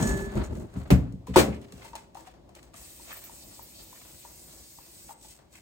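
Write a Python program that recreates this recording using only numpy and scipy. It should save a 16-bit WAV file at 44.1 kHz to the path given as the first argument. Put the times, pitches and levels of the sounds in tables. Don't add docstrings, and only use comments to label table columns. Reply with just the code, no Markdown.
import sys
import numpy as np
from scipy import signal
from scipy.fft import rfft, irfft, next_fast_len
from scipy.io import wavfile
from scipy.ndimage import map_coordinates

SR = 44100
rng = np.random.default_rng(int(sys.argv[2]) if len(sys.argv) > 2 else 0)


def output_pcm(signal):
    pcm = np.clip(np.atleast_2d(signal).T, -1, 1) * 32767
    wavfile.write(sys.argv[1], SR, np.round(pcm).astype(np.int16))


N = 247401

# f/Hz, level/dB, t60/s
STEEL_MODES = [(220, -35, 0.58), (394, -39, 2.6), (1728, -34, 1.2), (4205, -51, .75), (5534, -50, 0.5),
               (5635, -53, .5), (6265, -46, 0.42), (6750, -46, 0.65), (6920, -52, 0.9), (7811, -48, 0.6),
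               (8260, -50, 0.7), (8667, -51, .6)]
# f/Hz, density/dB
SLIDE_HISS_SPECTRUM = [(2500, -6), (4800, -10), (6500, -1), (8200, -3), (10000, -5), (15000, -11)]
# f/Hz, density/dB
RUB_SPECTRUM = [(400, -0.5), (800, 4), (1600, 0.5), (2500, 1), (4000, -4), (7000, -13.5)]
# f/Hz, t60/s
ROOM_DECAY = [(80, 0.26), (300, 0.58), (1000, 0.4), (4000, 0.33), (15000, 0.26)]


def mist():
    # f/Hz, density/dB
    jet_spectrum = [(500, -19), (1000, -16), (2400, -6.5), (3200, -6.5), (4200, -3.5), (6000, -2.5),
                    (8100, 0), (9700, -0.5), (12500, -10)]
    low_spectrum = [(3800, -6), (4700, -3), (6000, -16)]
    fine_spectrum = [(9000, -37), (12000, -9.5), (14000, -9.5), (15500, -10.5)]
    # t/s, level/dB re jet
    low_levels = [(2.8, -15), (3.7, -8.5), (3.821, -5.5), (3.919, -11), (4.3, -25.5), (5.1, -20.5)]
    # t/s, level/dB
    sputters = [(3.128, -43.5), (3.168, -43.5), (3.241, -45), (3.625, -45.5), (3.83, -53), (4.185, -58)]
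    open_s, fine_delay_s = 2.765, 0.006
    flow = dict(hold_s=2.362, rise_s=0.027, fall_s=0.015)
    jet = from_db(-51.5) * swell(open_s, **flow, sag_db_per_s=1)
    fine = from_db(-55) * swell(open_s + fine_delay_s, **flow, sag_db_per_s=1.1)
    for t_s, db in sputters:
        fine = np.hypot(fine, from_db(db) * swell(t_s, hold_s=0.01, rise_s=0.0051, fall_s=0.048))
    stream = friction(jet_spectrum, rough_db=-0.45, slips_per_s=5.9)
    stream = flutter(stream, depth_db=1.8, rate_hz=10.7)
    hiss = jet * stream + fine * friction(fine_spectrum, rough_db=1, slips_per_s=26)
    low_db = np.interp(np.arange(N) / SR, *np.transpose(low_levels))
    hiss += from_db(low_db) * jet * friction(low_spectrum, rough_db=13, slips_per_s=6.7)
    whistle_hz, width_hz = 8149.5, 140
    whistle = rms_one(resonance(stream, whistle_hz, q=whistle_hz / width_hz))
    hiss += from_db(-62) * whistle * swell(5, hold_s=0.3, rise_s=0.11, fall_s=0.13)
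    return panned(hiss, pan_db=0.5)


def flutter(x, depth_db, rate_hz):
    centres_hz = np.geomspace(2000, 15000, 8)
    padded = next_fast_len(N)
    hz = np.fft.rfftfreq(padded, 1 / SR)
    spectrum, out = rfft(x, padded), 0
    for share in np.eye(len(centres_hz)):
        band = irfft(spectrum * np.interp(hz, centres_hz, share), padded)[:, :N]
        out += band * from_db(depth_db * drift(rate_hz))
    return rms_one(out)


def bottle():
    # t/s, level/dB, f/Hz
    clunks = [(1.271, -41.5, 1002), (1.847, -42.5, 911), (1.932, -37.5, 930), (1.953, -35.5, 905),
              (2.151, -39.5, 780), (2.170, -39, 920), (2.191, -50, 950), (2.272, -44.5, 750),
              (2.491, -50, 714), (2.564, -50.5, 600), (2.741, -49, 1210), (2.995, -49, 947),
              (3.295, -46, 920), (3.592, -44, 937), (3.927, -44.5, 988), (4.249, -42.5, 950),
              (4.786, -45.5, 948), (5.092, -40.5, 820), (5.106, -41, 903), (5.247, -50.5, 860)]
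    # f/Hz, density/dB
    shell_spectrum = [(350, -4.5), (650, -1), (1100, -5), (1500, -9), (2600, -17), (5000, -16.5)]
    builds_s = 0.0036 * 1.3 ** rng.standard_normal(len(clunks))
    hollow = sum(hollow_note(clicks([t_s], [db]), hz, build_s)
                 for (t_s, db, hz), build_s in zip(clunks, builds_s))
    times_s, levels_db, _ = np.transpose(clunks)
    when, strength = rng.random((30, 2)).T
    taps = clicks(times_s=1.6 + 3.9 * when, levels_db=-62 + 8 * strength)
    force = taps + from_db(-13) * clicks(times_s, levels_db)
    shell = through(force, burst(shell_spectrum, t60_s=0.02, room_db=-3.5))
    flexing = sum(from_db(db) * swell(t_s, hold_s=0.0034, rise_s=0.003, fall_s=0.022)
                  for t_s, db, _ in clunks)
    wall_band = signal.butter(2, [650, 1150], "band", fs=SR, output="sos")
    wall = from_db(-9.5) * flexing * rms_one(signal.sosfilt(wall_band, noise(shell_spectrum)))
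    hollow = from_db(-1.5) * in_kitchen(hollow, wet_db=-7.5, lag_s=-0.000072, pan_db=6.5)
    return hollow + panned(shell + wall, pan_db=4)


def hollow_note(force, hz, build_s):
    t60_s = build_s * np.log(1000)
    return ring(ring(force, hz, t60_s), hz, t60_s) * 2 * np.e / (build_s * SR)


def knock():
    # t/s, body level/dB, clatter level/dB
    contacts = [(1.3603, -24, -15.5), (1.3658, 0, -17), (1.372, -24, -16.5), (1.379, -17.5, -17.5),
                (1.3889, -23.5, -14), (1.398, -27.5, -20), (1.408, -25.5, -25), (1.483, -27, -48)]
    # f/Hz, level/dB, t60/s
    body_modes = [(83, -19, .8), (141, -13, .48), (215.5, -6.5, 0.44), (281.5, -11.5, 0.53),
                  (310, -5, 0.083), (365, 6.5, 0.17), (398, -30, 1.9), (484, -19, .13), (540.6, -6.5, 0.43),
                  (627, -6.5, .26), (697, -11, 0.15), (801, -11, 0.34), (860, -7.5, .22), (953, -12, .2),
                  (1020, -10, .2), (1104, -10, 0.24), (1274, -23.5, 0.22), (1455, -15.5, .2),
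                  (1690, -23, .16), (1994, -18.5, .17)]
    # f/Hz, density/dB
    clatter_spectrum = [(70, -12.5), (200, 2), (400, 1.5), (700, -2.5), (1050, -10.5), (1400, -12),
                        (3000, -17), (5000, -21), (8300, -21.5), (10000, -22.5), (14500, -28)]
    times_s, body_db, clatter_db = np.transpose(contacts)
    lead_s = 0.0012
    hollow = from_db(-7) * hollow_note(clicks(times_s[:1] - lead_s, [0]), hz=930, build_s=0.0019)
    body = from_db(-15.5) * modal(clicks(times_s, body_db), body_modes, neighbour_sign=1)
    clatter = through(clicks(times_s, clatter_db), burst(clatter_spectrum, t60_s=0.12, room_db=-13))
    return in_kitchen(body, wet_db=-20, lag_s=0.00001, pan_db=3) + hollow + panned(clatter, pan_db=1)


def thumps():
    # t/s, level/dB, contact time/s
    blows = [(0.757, -16, 0.0032), (0.9045, -11, .0016), (0.9106, 4, 0.0034), (0.959, -14.5, 0.008),
             (1.129, -23, 0.003), (1.281, -22, 0.0016), (1.297, -22, 0.00072), (1.379, -11, 0.0067),
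             (1.48, -15.5, 0.0013), (1.726, -32, 0.00058)]
    # f/Hz, level/dB, t60/s
    counter_modes = [(53.7, -25.5, 0.51), (72.1, -16, 0.35), (95, -21, 0.32), (118.3, -18, 0.45),
                     (136.6, -16.5, 0.18), (183, -12, 0.19), (212, -13, 0.079), (243.7, -14.5, 0.22),
                     (275.8, -15.5, 0.23), (420, -16, 0.11), (507, -15.5, 0.064)]
    # t/s, level/dB
    cracks = [(.904, -15), (0.9109, -31.5)]
    # f/Hz, density/dB
    crack_spectrum = [(100, 4.5), (300, 4), (600, -1.5), (1000, -13), (2200, -15), (4000, -24), (8000, -27),
                      (15000, -30.5)]
    t = np.arange(N) / SR
    force = 0
    for t_s, db, contact_s in blows:
        pulse = np.exp(-np.pi * ((t - t_s) / contact_s * 2) ** 2)
        force += from_db(db) * pulse / pulse.sum()
    crack = through(clicks(*np.transpose(cracks)), burst(crack_spectrum, t60_s=0.13, room_db=-12.5))
    rocking = from_db(-22.5) * ring(force, hz=60, t60_s=0.35) * [[1], [-1]]
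    counter = in_kitchen(modal(force, counter_modes), wet_db=-8, lag_s=0.00008, pan_db=1.5)
    return counter + crack + rocking


def slide():
    # t/s, length/s, rumble level/dB, scrape level/dB, hiss level/dB
    pushes = [(0.0, 0.25, -26, -36, -43.5), (0.365, 0.046, -24.5, -38.5, -55.5),
              (0.534, 0.11, -34, -53.5, -62), (0.763, 0.31, -44, -49, -64)]
    # f/Hz, density/dB
    rumble_spectrum = [(37, -1.5), (54, 2), (91, -2), (166, -9), (215, -1), (247, -9.5), (295, -12.5),
                       (398, -8), (451, -20.5), (633, -15), (700, -36), (910, -25), (1540, -120)]
    scrape_spectrum = [(300, -11), (600, 1.5), (1400, -5), (2500, -14.5), (4500, -18), (9000, -55)]
    rumble = scrape = hiss = 0
    for t_s, length_s, rumble_db, scrape_db, hiss_db in pushes:
        push = dict(start_s=t_s, hold_s=length_s, rise_s=0.058, fall_s=0.11)
        rumble += from_db(rumble_db) * swell(**push, sag_db_per_s=41)
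        scrape += from_db(scrape_db) * swell(**push, sag_db_per_s=35.5)
        hiss += from_db(hiss_db) * swell(**push, sag_db_per_s=35)
    rub = from_db(2) * rumble * friction(rumble_spectrum, rough_db=3.5, slips_per_s=15)
    rub += scrape * friction(scrape_spectrum, rough_db=2.5, slips_per_s=48)
    rub += from_db(1) * hiss * friction(SLIDE_HISS_SPECTRUM, rough_db=3, slips_per_s=56)
    undamped = np.interp(np.arange(N) / SR, [0, 0.05, 0.24, 0.34], [0.4, 1, 1, 0])
    steel = modal(clicks([0], [0]), STEEL_MODES) * undamped
    return panned(rub, pan_db=1.2) + in_kitchen(steel, wet_db=-4, lag_s=0.00002, pan_db=1.5)


def scuffs():
    # t/s, length/s, level/dB
    catches = [(0.024, 0.0057, -38), (0.074, 0.029, -42.5), (0.438, 0.0072, -53.5)]
    width_hz = 93
    pressure = sum(from_db(db) * swell(t_s, length_s, rise_s=0.0034, fall_s=0.042)
                   for t_s, length_s, db in catches)
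    grain = friction(SLIDE_HISS_SPECTRUM, rough_db=3.5, slips_per_s=290)
    modes = sum(resonance(grain, hz, q=hz / width_hz) for hz, _, _ in STEEL_MODES if hz > 4000)
    return pressure * (rms_one(modes) + from_db(0.5) * grain)


def gloves():
    # t/s, rise/s, hold/s, rub level/dB, crinkle level/dB
    moves = [(1.269, .003, 0.013, -48.5, -56), (1.341, 0.005, 0.014, -44, -55),
             (1.536, 0.022, .01, -56, -63), (1.615, 0.004, 0.012, -60, -66),
             (1.724, 0.0026, 0.012, -59.5, -67), (1.853, 0.14, 0.012, -49, -51),
             (1.957, 0.0054, .004, -50.5, -69), (2.158, .005, 0.047, -77, -56.5),
             (2.266, 0.03, 0.0072, -53, -66), (2.55, 0.0034, 0.013, -52.5, -57.5),
             (2.63, .006, 0.011, -77, -63), (2.736, .002, 0.018, -51, -68), (3.103, .1, 0.058, -51, -51.5),
             (3.246, 0.03, .005, -54, -57), (3.95, .1, 0.19, -62.5, -60), (5.089, 0.028, 0.012, -62, -56.5),
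             (5.232, 0.06, 0.099, -64.5, -51), (5.538, 0.035, 0.041, -62, -54.5)]
    # t/s, level/dB
    touches = [(0.3543, -31), (0.4394, -35), (0.553, -37), (0.7398, -39), (1.124, -39), (1.27, -32),
               (1.3354, -43), (1.5475, -41), (1.6155, -39), (1.7225, -28), (1.848, -32), (1.8557, -36),
               (1.89, -37), (1.954, -20), (1.961, -27), (2.147, -33.5), (2.273, -35), (2.492, -42),
               (2.5515, -31), (2.6293, -34), (2.741, -31), (3.117, -31), (3.239, -29)]
    # f/Hz, density/dB
    crinkle_spectrum = [(2500, 2), (4500, 3.5), (8000, 7), (10000, 3.5), (15000, 0)]
    tick_spectrum = [(600, -8), (1500, -1.5), (3000, 0.5), (5000, 2), (7800, 3.5), (10000, 1), (15000, -8)]
    rub = crinkle = 0
    for t_s, rise_s, hold_s, rub_db, crinkle_db in moves:
        move = swell(t_s, hold_s, rise_s, fall_s=0.088)
        rub += from_db(rub_db) * move
        crinkle += from_db(crinkle_db) * move
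    rustle = from_db(-1) * rub * friction(RUB_SPECTRUM, rough_db=3.5, slips_per_s=40)
    rustle += from_db(-1.5) * crinkle * friction(crinkle_spectrum, rough_db=2.5, slips_per_s=130)
    ticks = through(clicks(*np.transpose(touches)), burst(tick_spectrum, t60_s=0.011, room_db=-17.5))
    return panned(rustle + from_db(-13) * ticks, pan_db=1)


def rasps():
    # t/s, level/dB, f/Hz
    drags = [(1.532, -49, 2150), (3.119, -45, 1800), (3.962, -55, 1730), (5.558, -52.5, 2224)]
    grain, out = friction(RUB_SPECTRUM, rough_db=3.5, slips_per_s=59), 0
    for t_s, db, hz in drags:
        band = rms_one(resonance(grain, hz, q=3.2))
        out += from_db(db) * band * swell(t_s, hold_s=0.0056, rise_s=0.019, fall_s=0.054)
    return out


def bowl(sound):
    # f/Hz, width/Hz, level/dB
    bowl_modes = [(2070, 67, -9.5), (2240, 31, -8), (2596, 45, -4), (4170, 29, -3.5), (4780, 20, -5.5),
                  (6975, 30, -5), (7880, 35, 0), (8560, 35, -9)]
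    return sum(from_db(db) * resonance(sound, hz, q=hz / width_hz) for hz, width_hz, db in bowl_modes)


def off_the_counter(x, echo_db, delay_s, sway):
    lag_samples = delay_s * SR * np.exp(sway * drift(rate_hz=1.2))
    echo = np.array([map_coordinates(channel, [np.arange(N) - lag_samples], order=3) for channel in x])
    return (x + from_db(echo_db) * echo) / np.sqrt(1 + from_db(echo_db) ** 2)


def in_kitchen(x, wet_db, lag_s, pan_db):
    t = np.arange(N) / SR
    decay = from_db(-60 * t[:SR] / at_hz(ROOM_DECAY, 500)) * (t[:SR] > 0.005)
    walls = noise([(30, 0), (16000, 0)], size=SR) * decay
    walls /= np.sqrt(np.sum(walls ** 2) / 2)
    direct = panned(np.array([np.interp(t - lag_s, t, x), x]), pan_db)
    return direct + from_db(wet_db) * through(x, walls)


def room_air():
    # f/Hz, density/dB
    murmur_spectrum = [(30, -8), (54, 4.5), (81, -4), (252, -7.5), (295, -8), (328, -3), (454, -16.5),
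                       (530, -9), (710, -13.5), (1200, -24), (1560, -50.5), (2640, -120)]
    hiss_spectrum = [(500, -14.5), (1000, -8.5), (2000, -7.5), (4000, -10), (15000, -21.5)]
    ebb_db_per_s = 1.18
    ebb = from_db(-ebb_db_per_s * np.arange(N) / SR)
    murmur = friction(murmur_spectrum, rough_db=1.5, slips_per_s=12)
    return from_db(-52.5) * ebb * panned(murmur, pan_db=2) + from_db(-72) * noise(hiss_spectrum)


def friction(spectrum, rough_db, slips_per_s):
    return rms_one(noise(spectrum) * from_db(rough_db * drift(slips_per_s)))


def burst(spectrum, t60_s, room_db):
    t, grain = np.arange(SR) / SR, noise(spectrum, size=SR)
    centres_hz = np.geomspace(60, 15000, 9)
    hz = np.maximum(np.fft.rfftfreq(SR, 1 / SR), 1)
    colour, tail = rfft(grain), 0
    for centre_hz, share in zip(centres_hz, np.eye(len(centres_hz))):
        band = irfft(colour * np.interp(np.log(hz), np.log(centres_hz), share), SR)
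        tail += band * from_db(-60 * t / at_hz(ROOM_DECAY, centre_hz))
    return grain * from_db(-60 * t / t60_s) + from_db(room_db) * tail


def noise(spectrum, size=N):
    # f/Hz, correlation
    likeness = [(55, 0.86), (130, 1), (300, 0.56), (640, 0.16), (1400, 0.24), (3100, 0.29), (5600, 0.083),
                (7000, 0.68), (9500, 0.85), (11000, 1), (13000, 0.89), (15000, 1)]
    padded = next_fast_len(size)
    hz = np.maximum(np.fft.rfftfreq(padded, 1 / SR), 1)
    skirts = np.sqrt(1 + (spectrum[0][0] / hz) ** 8 + (hz / spectrum[-1][0] / 1.2) ** 8)
    gain = from_db(at_hz(spectrum, hz)) / skirts
    alike = np.clip(at_hz(likeness, hz), -1, 1)
    mid, side = rfft(rng.standard_normal((2, padded)))
    stereo = np.sqrt(1 + alike) * mid + np.sqrt(1 - alike) * side * [[1], [-1]]
    return rms_one(irfft(gain * stereo, padded)[:, :size])


def drift(rate_hz):
    step, settle = 40, 2000
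    pole = np.exp(-2 * np.pi * rate_hz * step / SR)
    white = rng.standard_normal(N // step + settle + 2)
    slow = signal.lfilter([1], [1, -2 * pole, pole * pole], white)[settle:]
    return np.interp(np.arange(N) / step, np.arange(len(slow)), rms_one(slow))


def swell(start_s, hold_s, rise_s, fall_s, sag_db_per_s=0):
    t = np.arange(N) / SR - start_s
    decades = np.minimum(t, 0) / rise_s - np.maximum(t - hold_s, 0) / fall_s
    sag_db = sag_db_per_s * np.clip(t, 0, hold_s)
    return from_db(np.maximum(20 * decades - sag_db, -200))


def modal(force, modes, neighbour_sign=-1):
    return sum(neighbour_sign ** k * from_db(db) * ring(force, hz, t60_s)
               for k, (hz, db, t60_s) in enumerate(modes))


def ring(force, hz, t60_s):
    radius, angle = from_db(-60 / (t60_s * SR)), 2 * np.pi * hz / SR
    return signal.lfilter([0, np.sin(angle)], [1, -2 * radius * np.cos(angle), radius ** 2],
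                          force + 1e-18)


def resonance(x, hz, q):
    return signal.lfilter(*signal.iirpeak(hz, q, fs=SR), x)


def clicks(times_s, levels_db):
    out = np.zeros(N)
    np.add.at(out, np.round(np.asarray(times_s) * SR).astype(int), from_db(levels_db))
    return out


def through(force, response):
    return signal.fftconvolve(force[None], response, axes=1)[:, :N]


def panned(x, pan_db):
    return x * from_db([[pan_db / 2], [-pan_db / 2]])


def at_hz(points, hz):
    points_hz, values = np.transpose(points)
    return np.interp(np.log(hz), np.log(points_hz), values)


def from_db(db):
    return 10 ** (np.asarray(db) / 20)


def rms_one(x):
    return x / np.sqrt(np.mean(x ** 2) + 1e-20)


def scene():
    hands = off_the_counter(gloves() + rasps() + mist(), echo_db=-11.5, delay_s=0.0018, sway=0.12)
    work = slide() + scuffs() + thumps() + knock() + bottle() + hands
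    return work + bowl(work) + room_air()


def record(dry):
    port_lag_s, ceiling = 0.0001356, 0.92
    low_cut_hz, high_cut_hz = 43, 15900
    left = map_coordinates(dry[0], [np.arange(N) - port_lag_s * SR], order=3)
    high_pass = signal.butter(4, low_cut_hz, "high", fs=SR, output="sos")
    ports = signal.sosfilt(high_pass, np.array([left, dry[1]]))
    rounded = ports / (1 + (ports / ceiling) ** 6) ** (1 / 6)
    low_pass = signal.ellip(10, 0.1, 80, high_cut_hz, fs=SR, output="sos")
    return signal.sosfilt(low_pass, rounded)


dry = scene()
out = record(dry)
output_pcm(out)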